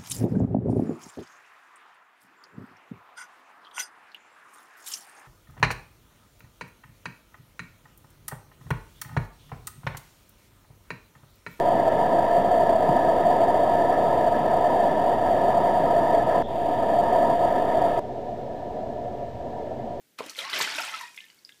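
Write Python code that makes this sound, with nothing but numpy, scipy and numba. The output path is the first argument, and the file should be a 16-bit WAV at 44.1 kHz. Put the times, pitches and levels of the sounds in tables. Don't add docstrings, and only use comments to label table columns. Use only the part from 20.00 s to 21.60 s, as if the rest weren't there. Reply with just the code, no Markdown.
import sys
import numpy as np
from scipy import signal
from scipy.fft import rfft, irfft
from scipy.io import wavfile
from scipy.ndimage import uniform_filter1d
from numba import njit

SR = 44100
rng = np.random.default_rng(int(sys.argv[2]) if len(sys.argv) > 2 else 0)


def ratio(d):
    e = np.asarray(d, float) / 20
    return 10 ** e


def put_to_file(sound):
    columns = np.atleast_2d(sound).T
    safe = np.clip(columns, -1, 1)
    whole_steps = np.round(safe * 32767)
    wavfile.write(sys.argv[1], SR, whole_steps.astype(np.int16))


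N = 70560

# t/s, level/dB, depth of the churning/dB, fineness of the spray/dB
AGITATION = [(0.176, -73, -21, -17), (0.188, -38.5, -6.5, -19), (0.212, -50, 7, -10.5), (.30, -49, -16, -9),
             (0.344, -59, -31, -0.5), (0.387, -40.5, -12, -3.5), (.49, -43, -15, -18.5),
             (0.526, -38, -13, -13), (0.563, -34, -5, -10.5), (.72, -36.5, -14, -12),
             (0.859, -38.5, -16.5, -8.5), (1.021, -47.5, -19, -10), (1.12, -63, -10.5, 1.5),
             (1.24, -66, -15, 2), (1.36, -70.5, -19, 0), (1.6, -76.5, -27, 7.5)]
# t/s, extra level/dB, fade/s
WING_STROKES = [
    (0.384, 9, 0.0075),
    (0.527, 7.5, 0.028),
    (0.564, -6, 0.0045),
    (0.607, 16, 0.015),
    (0.643, 4, 0.0076),
    (0.781, 4.5, 0.028),
    (0.938, 3, 0.1),
]
# f/Hz, level/dB
FOAM_SPECTRUM = [(100, -26.5), (270, -6), (477, -9.5), (850, -2), (1500, -0.5), (2800, 0.5), (5500, -9),
                 (14000, -32.5)]
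# t/s, peak level/dB, f/Hz, ring/cycles
LARGE_BUBBLES = [(0.188, -30.5, 1212, 18), (0.205, -18.5, 498, 3.8), (0.359, -35, 2150, 23),
                 (0.439, -32, 1920, 35), (0.477, -31.5, 1080, 12), (0.418, -30, 2100, 26),
                 (0.572, -25, 2260, 44), (0.603, -16, 1010, 7.2), (0.675, -20.5, 1500, 11),
                 (0.754, -29.5, 1500, 43), (0.783, -24, 1510, 15), (0.796, -24, 1380, 33),
                 (0.879, -34, 825, 22), (0.835, -30.5, 1370, 15), (0.893, -29.5, 2060, 22),
                 (1.145, -39, 2310, 12), (1.176, -31.5, 2126, 28), (1.33, -57, 1570, 20),
                 (1.377, -58.5, 2200, 62), (1.492, -47.5, 1665, 48)]
# t/s, peak level/dB, f/Hz, ring/cycles
DROPLETS = [(0.1909, -21.5, 2510, 8), (0.2591, -56, 3330, 10), (0.2975, -22, 4230, 6.2),
            (0.3553, -34, 2550, 14), (0.3658, -31, 4150, 20), (0.3888, -12, 3890, 9), (0.39, -16, 3260, 15),
            (0.392, -21.5, 2340, 16), (0.403, -20.5, 3270, 13), (0.4504, -23.5, 4150, 20),
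            (0.48, -38, 2640, 6.9), (0.4976, -22, 3380, 12), (0.5, -19, 4680, 14), (0.532, -17, 4000, 9),
            (0.537, -16, 3200, 17), (0.62, -19, 2290, 21), (0.647, -18.5, 2050, 12.6),
            (0.75, -16, 3650, 10), (0.94, -24, 2620, 23), (0.94, -28, 3350, 27), (1.0732, -37, 2550, 8.1),
            (1.1396, -65, 2840, 9.2), (1.163, -34, 5370, 11), (1.1775, -28.5, 2720, 6.5),
            (1.178, -42, 3530, 9), (1.187, -26.5, 2520, 13.6), (1.2045, -25, 2940, 9),
            (1.207, -32, 3740, 9), (1.24, -36, 2040, 9), (1.2416, -38, 3500, 15), (1.25, -45, 2100, 12),
            (1.264, -41, 2600, 14), (1.284, -41, 3000, 14), (1.3022, -38, 4700, 15),
            (1.4492, -26.5, 4920, 19.5), (1.4917, -33.5, 2760, 9.3), (1.493, -36, 2060, 9.8),
            (1.5219, -33.5, 3340, 8.4)]
# t/s, peak level/dB, f/Hz, ring/cycles, glide/share of pitch
FAINT_BUBBLES = [(0.206, -23.5, 937, 7.6, 0.25), (.782, -32, 593, 11.3, 0.079),
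                 (0.35, -36.5, 3320, 25, 0.16), (1.3, -45.5, 2900, 39, 0.037), (0.224, -45, 310, 5.6, .2),
                 (0.261, -35, 308, 6.7, 0.081), (0.753, -42.5, 296, 14, 0.11),
                 (1.3, -42.5, 2156, 10, 0.029), (1.389, -49.5, 4500, 38, 0.023),
                 (0.785, -24.5, 2720, 30, 0.033), (.818, -27.5, 5200, 47, 0.097),
                 (1.6, -43, 1545, 92, 0.0033)]
# t/s, peak level/dB, T60/s
SPRAY_SLAPS = [(0.1846, -33, 0.053), (0.2431, -58, 0.033), (0.2604, -25.5, 0.019), (0.295, -30.5, 0.075),
               (0.3654, -34, 0.04), (0.383, -35, 0.043), (0.39, -44, 0.026), (0.495, -34.5, 0.14),
               (0.531, -29, 0.02), (0.5614, -44, 0.04), (0.5893, -23, 0.066), (0.622, -5.5, 0.013),
               (0.755, -36, 0.15), (0.804, -32, 0.079), (0.8477, -18.5, 0.012), (0.9061, -47, 0.036),
               (1.008, -32.5, 0.055), (1.141, -45.5, 0.068), (1.161, -39, 0.054), (1.345, -53.5, 0.035),
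               (1.4484, -50.5, 0.063), (1.489, -48, 0.072)]
# t/s, peak level/dB, f/Hz
DROP_IMPACTS = [(.2432, -40, 11000), (.2621, -36, 13300), (0.296, -20, 5800), (.5884, -14, 12500),
                (.6122, -13, 3620), (.618, -22, 4560), (.6228, -14, 8300), (0.63, -15, 3330),
                (.763, -25, 7900), (.8049, -25, 12800), (0.8498, -20.5, 8400), (.918, -40, 13000),
                (.996, -34, 12000), (1.1779, -27, 3400), (1.214, -46, 13500), (1.2548, -39, 12800),
                (1.3457, -40, 13000), (1.4917, -35, 3600)]
# t/s, length/s, rms level/dB, first f/Hz, last f/Hz
AIR_POCKETS = [(.381, .035, -47, 530, 560), (.392, .04, -50, 1180, 1200), (.412, .075, -50, 590, 1000),
               (.443, .022, -44, 1090, 1100), (.49, .022, -45, 1150, 1200), (.495, .018, -44, 1580, 1600),
               (.528, .022, -33, 1980, 2030), (.551, .02, -35, 2550, 2700), (.679, .018, -43, 1550, 2050),
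               (.782, .028, -40, 950, 900), (.784, .028, -40, 620, 780), (.91, .07, -50, 880, 860),
               (.92, .035, -44, 2130, 2080), (.933, .018, -33, 1290, 1310), (1.003, .05, -42, 1000, 940),
               (1.004, .06, -45, 1850, 1900), (1.076, .04, -55, 2440, 2540), (1.179, .018, -45, 2030, 2150),
               (1.2, .06, -62, 1750, 1800)]
# delay/s, level/dB
TUB_ECHOES = [
    (.002, -18),
    (.0045, -19.5),
    (.0068, -15),
]
# f/Hz, level/dB
HISS_SPECTRUM = [(18, -49), (30, -8.5), (230, -5.5), (270, -4.5), (432, -8), (1140, -20.5), (1510, -14),
                 (10200, -18.5), (15500, -17)]

TOP_HZ = 15200
BUBBLE_GLIDE, BUBBLE_ONSET_CYCLES = 0.029, 0.19


@njit
def ring(n, sr, start, hz, cycles, glide, size, onset):
    out = np.zeros(n)
    for k in range(len(start)):
        span = cycles[k] / hz[k] * sr
        phasor, lack = size[k] + 0j, 1.
        turn = np.exp(2j * np.pi * hz[k] / sr - np.log(1000.) / span)
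        bend = np.exp(2j * np.pi * hz[k] / sr * glide[k] / span)
        fill = np.exp(-hz[k] / sr / onset)
        first = int(start[k] * sr)
        for j in range(max(first, 0), min(n, first + int(span))):
            out[j] += phasor.imag * (1 - lack) ** 2
            phasor *= turn
            turn *= bend
            lack *= fill
    return out


def colour(hz, table):
    table = np.array(table)
    return np.interp(np.log(np.maximum(hz, 1)), np.log(table[:, 0]), table[:, 1])


def agitation(t, hz):
    deep_hz, deep_octaves, rise_s = 960, 0.93, 0.0039
    s, db, deep, fine = np.array(AGITATION, float).T
    low = np.clip(np.log2(deep_hz / hz) / deep_octaves, 0, 1)
    high = np.clip(np.log2(hz / 4000), 0, 1)
    level = np.interp(t, s, db, left=-90)
    for at, extra, fade in WING_STROKES:
        rise = np.clip((t - at) / rise_s, 0, 1)
        level = level + extra * rise * np.exp(-np.maximum(t - at, 0) / fade)
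    return level + low * (np.interp(t, s, deep) + 14) + high * (np.interp(t, s, fine) + 12)


def swarm(count, low_hz, high_hz, cycles, scatter_db, db):
    small_bias, loudest, glide, onset_cycles = .75, 1.7, 0.35, 0.45
    u = rng.random((count, 5)).T
    t = u[0] * N / SR
    hz = low_hz * (high_hz / low_hz) ** u[1] ** small_bias
    scatter = scatter_db * np.minimum(-np.log(u[2]), loudest)
    level = agitation(t, hz) + colour(hz, FOAM_SPECTRUM) + 10 * np.log10(hz / 1000) + scatter + db
    size = ratio(level) * np.sqrt(hz / 1000)
    lasting = np.maximum(cycles, 1) * (0.83 + 1.73 * u[3])
    return ring(N, 1. * SR, t, hz, lasting, glide * 2 * u[4], size, onset_cycles)


def gulps():
    return swarm(count=500, low_hz=86, high_hz=960, cycles=5.4, scatter_db=2.5, db=-22.0)


def foam():
    middling = swarm(count=2600, low_hz=493.6, high_hz=5490, cycles=25.7, scatter_db=2, db=-6.5)
    tiny = swarm(count=2500, low_hz=4550, high_hz=13350, cycles=8.1, scatter_db=3.5, db=-1.5)
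    return middling + tiny


def shaped(x, table):
    hz = np.arange(N // 2 + 1) * SR / N
    y = irfft(rfft(x) * ratio(colour(hz, table)), N)
    return y / np.std(y)


def wash():
    t = np.arange(N) / SR
    noise = shaped(rng.standard_normal(N), FOAM_SPECTRUM)
    out = 0
    for edge_hz, kind, centre_hz in ((725, "low", 500), ([700, 5500], "bandpass", 2000), (5100, "high", 8000)):
        layer = signal.sosfilt(signal.butter(2, edge_hz, kind, fs=SR, output="sos"), noise)
        out = out + layer * ratio(agitation(t, centre_hz) - 2.5)
    return out


def singles(table, glide, onset_cycles, fewest_cycles):
    t, db, hz, cycles = np.array(table, float).T[:4]
    lasting = 2 * np.maximum(cycles, fewest_cycles)
    return ring(N, 1. * SR, t, hz, lasting, glide + 0 * t, ratio(db), onset_cycles)


def lone_bubbles():
    large = singles(LARGE_BUBBLES, BUBBLE_GLIDE, BUBBLE_ONSET_CYCLES, 2)
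    droplets = singles(DROPLETS, BUBBLE_GLIDE, 1.2, 11)
    faint = singles(FAINT_BUBBLES, np.array(FAINT_BUBBLES)[:, 4], BUBBLE_ONSET_CYCLES, 2)
    return large + droplets + faint


def slaps():
    centre_hz, octaves, rise_s = 5740, 1.1, .004
    t, shape = np.arange(N) / SR, 0
    for s, db, t60 in SPRAY_SLAPS:
        rise = np.clip((t - s) / rise_s, 0, 1)
        fall = ratio(-60 * np.clip((t - s) / max(t60, .004), 0, 3))
        shape = shape + ratio(db - 4.5) * rise * fall
    edges = [centre_hz / 2 ** octaves, min(centre_hz * 2 ** octaves, TOP_HZ)]
    band = signal.butter(1, edges, "bandpass", fs=SR, output="sos")
    return shape * signal.sosfilt(band, rng.standard_normal(N))


def ticks():
    cycles, onset_cycles = 22, .8
    t, db, hz = np.array(DROP_IMPACTS, float).T
    return ring(N, 1. * SR, t, hz, cycles + 0 * t, 0 * t, ratio(db), onset_cycles)


def air_pockets():
    rise_s, fall_s, sag_db, flutter_depth = .003, .006, -3, 10
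    t, out = np.arange(N) / SR, 0
    flutter = 1 + flutter_depth * uniform_filter1d(rng.standard_normal(N), size=400)
    for s, length, db, first_hz, last_hz in AIR_POCKETS:
        share = np.clip((t - s) / length, 0, 1)
        edge = np.clip(np.minimum((t - s) / rise_s, (s + length - t) / fall_s), 0, 1)
        pitch = first_hz + (last_hz - first_hz) * share
        note = np.sin(2 * np.pi * np.cumsum(pitch) / SR)
        out = out + edge * ratio(db + sag_db * share) * note
    return out * flutter * np.sqrt(2)


def room(x):
    low_t60_s, high_t60_s, tail_db, delay_s = .3, .24, -8, 0.003
    t = np.arange(SR // 2) / SR
    noise = rng.standard_normal(len(t))
    low = signal.sosfilt(signal.butter(1, 3000, fs=SR, output="sos"), noise)
    tail = low * ratio(-60 * t / low_t60_s) + (noise - low) * ratio(-60 * t / high_t60_s)
    tail *= np.clip(t / delay_s, 0, 1)
    tail *= ratio(tail_db) / np.sqrt(np.sum(tail ** 2))
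    tail[0] = 1
    for s, db in TUB_ECHOES:
        tail[int(s * SR)] += ratio(db)
    return signal.fftconvolve(x, tail)[:N]


def hiss():
    return ratio(-65.5) * shaped(rng.standard_normal(N), HISS_SPECTRUM)


def scene():
    water = gulps() + foam() + wash() + lone_bubbles() + slaps() + ticks() + air_pockets()
    return (room(water) + hiss())[None]


def low_pass(x):
    return signal.sosfilt(signal.butter(12, 15730, fs=SR, output="sos"), x)


def record(dry):
    dry = signal.sosfilt(signal.butter(2, 113, "high", fs=SR, output="sos"), dry)
    dry = signal.sosfilt(signal.ellip(8, .2, 70, TOP_HZ, fs=SR, output="sos"), dry)
    return low_pass(dry)


dry = scene()
out = record(dry)
put_to_file(out)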